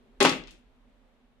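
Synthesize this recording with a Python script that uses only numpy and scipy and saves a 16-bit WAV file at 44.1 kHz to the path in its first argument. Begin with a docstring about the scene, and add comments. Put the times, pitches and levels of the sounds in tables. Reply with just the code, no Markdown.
"""On a lawn, a stereo microphone a few metres from a wooden bookshelf. A distant road hums, a far car
passes and a little wind rises. At 0.2 s the toppling shelf lands on one edge; at 0.25 s the whole case
slams down and its boards knock. Each blow cracks and rings the panels, and house and trees scatter it
back. Around 0.5 s loose pieces tick as they settle; then a second far car swells and fades."""
import sys
import numpy as np
from scipy import signal
from scipy.fft import rfft, irfft, next_fast_len
from scipy.io import wavfile

SR = 44100
rng = np.random.default_rng(int(sys.argv[2]) if len(sys.argv) > 2 else 0)


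def dump(signal):
    """Clip the signal to [-1, 1] and save it as 16-bit WAV at the path in sys.argv[1]."""
    limited = np.clip(np.atleast_2d(signal).T, -1, 1)
    pcm = np.round(limited * 32767).astype(np.int16)
    wavfile.write(sys.argv[1], SR, pcm)


N = 61739
BANDS_HZ = 25 * 2 ** (np.arange(29) / 3)  # third-octave centres


def undb(db):
    """Decibels to gain."""
    return 10 ** (np.asarray(db) / 20)


def pan(db):
    """Left and right gains for a level difference."""
    return undb(np.array([[db], [-db]]) / 2)


def at(hz, table, col=1):
    """Read a column of a table on a log-frequency axis."""
    table = np.array(table)
    return np.interp(np.log(np.maximum(hz, 1)), np.log(table[:, 0]), table[:, col])


def since(start):
    """Seconds since a moment, zero before it."""
    return np.maximum(np.arange(N) / SR - start, 0)


def ring(t, t60, rise):
    """Envelope that swells and then dies away."""
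    return (1 - np.exp(-t / rise)) * np.exp(-np.log(1000) * t / t60)


def noise(spectrum, alike_hz):
    """Stereo noise of unit level; left and right are alike below alike_hz."""
    size = next_fast_len(N)
    f = np.arange(size // 2 + 1) * SR / size
    mid, side = rfft(rng.standard_normal((2, size)))
    alike = 1 / (1 + (f / alike_hz) ** 2)
    stereo = np.sqrt(1 + alike) * mid + np.sqrt(1 - alike) * side * np.array([[1], [-1]])
    y = irfft(spectrum(f) * stereo, size)[:, :N]
    return y / y.std()


def band(hz, alike_hz):
    """A third of an octave of stereo noise."""
    return noise(lambda f: np.exp(-(np.log2((f + 1) / hz) * 4) ** 2), alike_hz)


def hump(hz, width_hz, alike_hz):
    """Noise around one resonance."""
    return noise(lambda f: 1 / (1 + (2 * (f - hz) / width_hz) ** 2), alike_hz)


def add(out, start, sound):
    """Mix a sound in at a moment."""
    i = int(start * SR)
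    count = min(sound.shape[-1], N - i)
    out[:, i:i + count] += sound[..., :count]


# spectrum of the distant road (f/Hz, relative level/dB)
ROAD_SPECTRUM = [(41, -48), (70, -16.5), (150, -11), (172, -21.5), (246, -4.5), (301, -19), (386, -14),
                 (578, -13.5), (632, -16), (3640, -27.5), (5100, -37.5), (15000, -47.5)]
# far cars (peak t/s, half-length/s, f/Hz, width/Hz, level/dB)
FAR_CARS = [(0.055, .15, 406.3, 110, -71), (1.035, .17, 630.8, 503.2, -77)]
# slow drift of the whole background (t/s, gain/dB)
BACKGROUND_DRIFT = [(0, 2), (.7, 0.5), (1.1, 0.5), (1.4, -2)]

def background():
    """Far behind the shelf, road noise with a low drone and passing cars; a soft gust to the right."""
    t, alike_hz = since(0), 700
    road = undb(-68) * noise(lambda f: undb(at(f, ROAD_SPECTRUM)), alike_hz)
    gust_db = 10 * np.exp(-((t - 0.35) / 0.25) ** 2)
    wind = undb(-65.5 + gust_db) * hump(hz=39.87, width_hz=21, alike_hz=45) * pan(-4.5)
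    drone = undb(-68.5) * hump(hz=247, width_hz=36, alike_hz=alike_hz)
    cars = sum(undb(db) / np.hypot(1, (t - peak) / half_length) * hump(hz, width, alike_hz)
               for peak, half_length, hz, width, db in FAR_CARS)
    drift_db = np.interp(t, *np.array(BACKGROUND_DRIFT).T)
    return (road + wind + drone + cars) * undb(drift_db)


# blows on the boards (t/s, bass/dB, middle/dB, presence/dB, treble/dB, snap/dB, crack/dB,
# contact/ms, pan L-R/dB)
BOARD_BLOWS = [(0.2037, -5.5, -6, -1.5, 0.5, -3, -11, 0.18, -0.5),
               (0.21, -5.5, -7.5, -1, -7, -6.5, -17, .2, 6.5),
               (0.2275, -7.5, -10.5, -13, -0.5, 14.5, -16.5, 0.08, -7),
               (0.247, -5.5, -10.5, -6, -10, 0, -2.5, 0.16, 4.5), (0.2500, -2, -2, 1, 1.5, 1, 7.5, .33, 1),
               (0.2582, -3.5, -1.5, -5.5, -14.5, -2.5, 0.5, 0.14, 4.5),
               (0.2927, -17, -17.5, -10.5, -17.5, 11.5, -9.5, .2, 3.5),
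               (0.2954, -17, -24, -13, -9, 17, -16.5, 0.051, 3),
               (0.3250, -1.5, -10, -16, -25, 11.5, -19.5, 0.27, -1)]
# centres of bass, middle, presence and treble (f/Hz)
ZONE_CENTRES = [330, 900, 2800, 7500]

def blows():
    """Each blow sends a pressure crack to the microphone; returns the cracks and the hits on the boards."""
    cracks, hits, t = np.zeros((2, N)), [], since(0)[:N // 8]
    for start, *zone_db, snap_db, crack_db, contact_ms, pan_db in BOARD_BLOWS:
        contact = t / (contact_ms / 1000) - 2
        pulse = -2 * contact * np.exp(-contact ** 2)  # slope of a bell-shaped push
        add(cracks, start, pulse * undb(crack_db - 12) * pan(pan_db))
        band_db = at(BANDS_HZ, list(zip(ZONE_CENTRES, zone_db)))
        hits.append((start, band_db, snap_db, pan_db))
    low_cut = signal.butter(2, 260, "high", fs=SR, output="sos")
    return signal.sosfilt(low_cut, cracks), hits


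# dense modes of the boards (f/Hz, band level/dB, t60/s, pan L-R/dB)
BOARD_MODES = [(100, -52.5, 0.14, 2.5), (210.4, -40, .25, 9), (449.2, -37.5, 0.29, 5), (900, -34, 0.13, 5),
               (1730, -25.5, 0.11, 1), (2449, -26.5, 0.24, 4.5), (4200, -28.5, 0.17, 2.5),
               (7230, -36.5, 0.23, -2), (12360, -49, .12, -10), (15500, -73.5, .12, -2.5)]

def boards(hits):
    """Each hit snaps and rings off in the boards, whose modes lie so close that they sound as noise."""
    out, t = np.zeros((2, N)), since(0)[:N // 4]
    offsets = rng.integers(0, N - len(t), 64)  # each hit rings with its own stretch of noise
    snap = np.exp(-t / 0.00093)
    for k, hz in enumerate(BANDS_HZ):
        if hz < BOARD_MODES[0][0] * 2 / 3:
            continue
        modes = band(hz, alike_hz=900) * undb(at(hz, BOARD_MODES)) * pan(at(hz, BOARD_MODES, col=3))
        decay = ring(t, t60=at(hz, BOARD_MODES, col=2), rise=1 / hz)
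        for (start, band_db, snap_db, pan_db), i in zip(hits, offsets):
            envelope = decay * (1 + undb(snap_db) * snap) * undb(band_db[k])
            add(out, start, modes[:, i:i + len(t)] * envelope * pan(pan_db))
    return out


# modes of the hollow case (f/Hz, level landing on edge/dB, level landing flat/dB, t60/s)
CASE_MODES = [(133.3, -41, -35.5, 0.26), (180.4, -31.5, -26.5, 0.26), (249.6, -18, -24.5, .25),
              (268.23, -15, -16.5, 0.21), (297.4, -26, -26, .26), (355.3, -25.5, -22, 0.2),
              (390.2, -17.5, -25, .19), (397, -11, -22.5, 0.21), (551, -19.5, -26.5, .22),
              (597, -14, -21.5, 0.11), (643, -24.5, -20.5, 0.095), (819.4, -14.5, -20.5, .15),
              (880, -25, -22, 0.16), (961, -36.5, -15, 0.08), (1072, -18, -30, 0.18),
              (1128, -28, -23, 0.23), (1241, -25, -24, 0.23), (1334, -28.5, -25, 0.24)]
# landings on the lawn, edge then flat (t/s, rise of the ring/s)
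CASE_LANDINGS = [(0.2043, 0.016), (0.2504, 0.0041)]

def case_boom():
    """The hollow case booms twice, a little to the left; edge and flat side drive its modes differently."""
    out, right_lag_s = np.zeros((2, N)), 0.00019
    t = np.array([since(0), since(right_lag_s)])[:, :N // 2]
    for hz, *drive_db, t60 in CASE_MODES:
        for (start, rise), db in zip(CASE_LANDINGS, drive_db):
            add(out, start, undb(db) * ring(t, t60, rise) * np.sin(2 * np.pi * hz * t))
    return out * pan(3.5)


# far scatter from hedge and trees (f/Hz, level/dB, t60/s)
TREE_SCATTER = [(100, -10, 0.24), (295, -13, 0.33), (1238.4, -18, 0.39), (2200, -15.5, .44),
                (3300, -14.5, .44), (5200, -25, 0.51), (13000, -30, .22)]
# near reflections from the house front (f/Hz, level/dB)
HOUSE_FRONT = [(120, -5), (300, -13.5), (1000, -19), (4000, -19.5), (9000, -20), (13000, -15)]

def garden_echo(sound):
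    """The house front returns a cluster of reflections around 70 ms, hedge and trees a longer tail."""
    response = 0
    cluster = np.exp(-((since(0) - 0.07) / 0.022) ** 2)
    for hz in BANDS_HZ[BANDS_HZ > TREE_SCATTER[0][0] * 2 / 3]:
        tail = ring(since(0.0093), t60=at(hz, TREE_SCATTER, col=2), rise=0.012)
        for envelope, table in (tail, TREE_SCATTER), (cluster, HOUSE_FRONT):
            echo = band(hz, alike_hz=600) * envelope
            echo *= np.sqrt(hz / SR / np.sum(echo ** 2))  # energy in proportion to bandwidth
            response = response + echo * undb(at(hz, table))
    return signal.fftconvolve(sound, response, axes=1)[:, :N]


# loose pieces (t/s, level/dB, centre f/Hz, loss an octave from the centre/dB, snap/dB, pan L-R/dB)
LOOSE_PIECES = [(0.4380, -36, 4167, 23, 20, 0), (0.4724, -32.5, 4200, 4.5, 10.5, 2),
                (0.4790, -34, 5000, -0.5, 12, 6), (0.5082, -28, 14000, 2.2, 9, 2),
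                (0.512, -30, 13760, 7, 17, 0.5), (0.5200, -28.5, 290, 7, 12, 9),
                (0.5360, -41.5, 7000, 1, 0, 1)]

def settling_ticks():
    """Loose pieces tick as they settle; returns their light hits on the boards."""
    return [(start, db - abs(loss_db) * np.log2(BANDS_HZ / hz) ** 2, snap_db, pan_db)
            for start, db, hz, loss_db, snap_db, pan_db in LOOSE_PIECES]


def scene():
    """At the microphone: the shelf a few metres off, the garden around it, the road far behind."""
    cracks, hits = blows()
    knocks = cracks + boards(hits + settling_ticks())
    boom = case_boom()
    return boom + knocks + garden_echo(knocks + undb(-3.5) * boom) + background()


def record(dry):
    """The microphone rolls off the top octave and the recorder cuts steeply above 15.5 kHz."""
    microphone = signal.butter(4, 13800, fs=SR, output="sos")
    recorder = signal.ellip(8, 0.2, 70, 15500, fs=SR, output="sos")
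    return signal.sosfilt(recorder, signal.sosfilt(microphone, dry))


dry = scene()
out = record(dry)
dump(out)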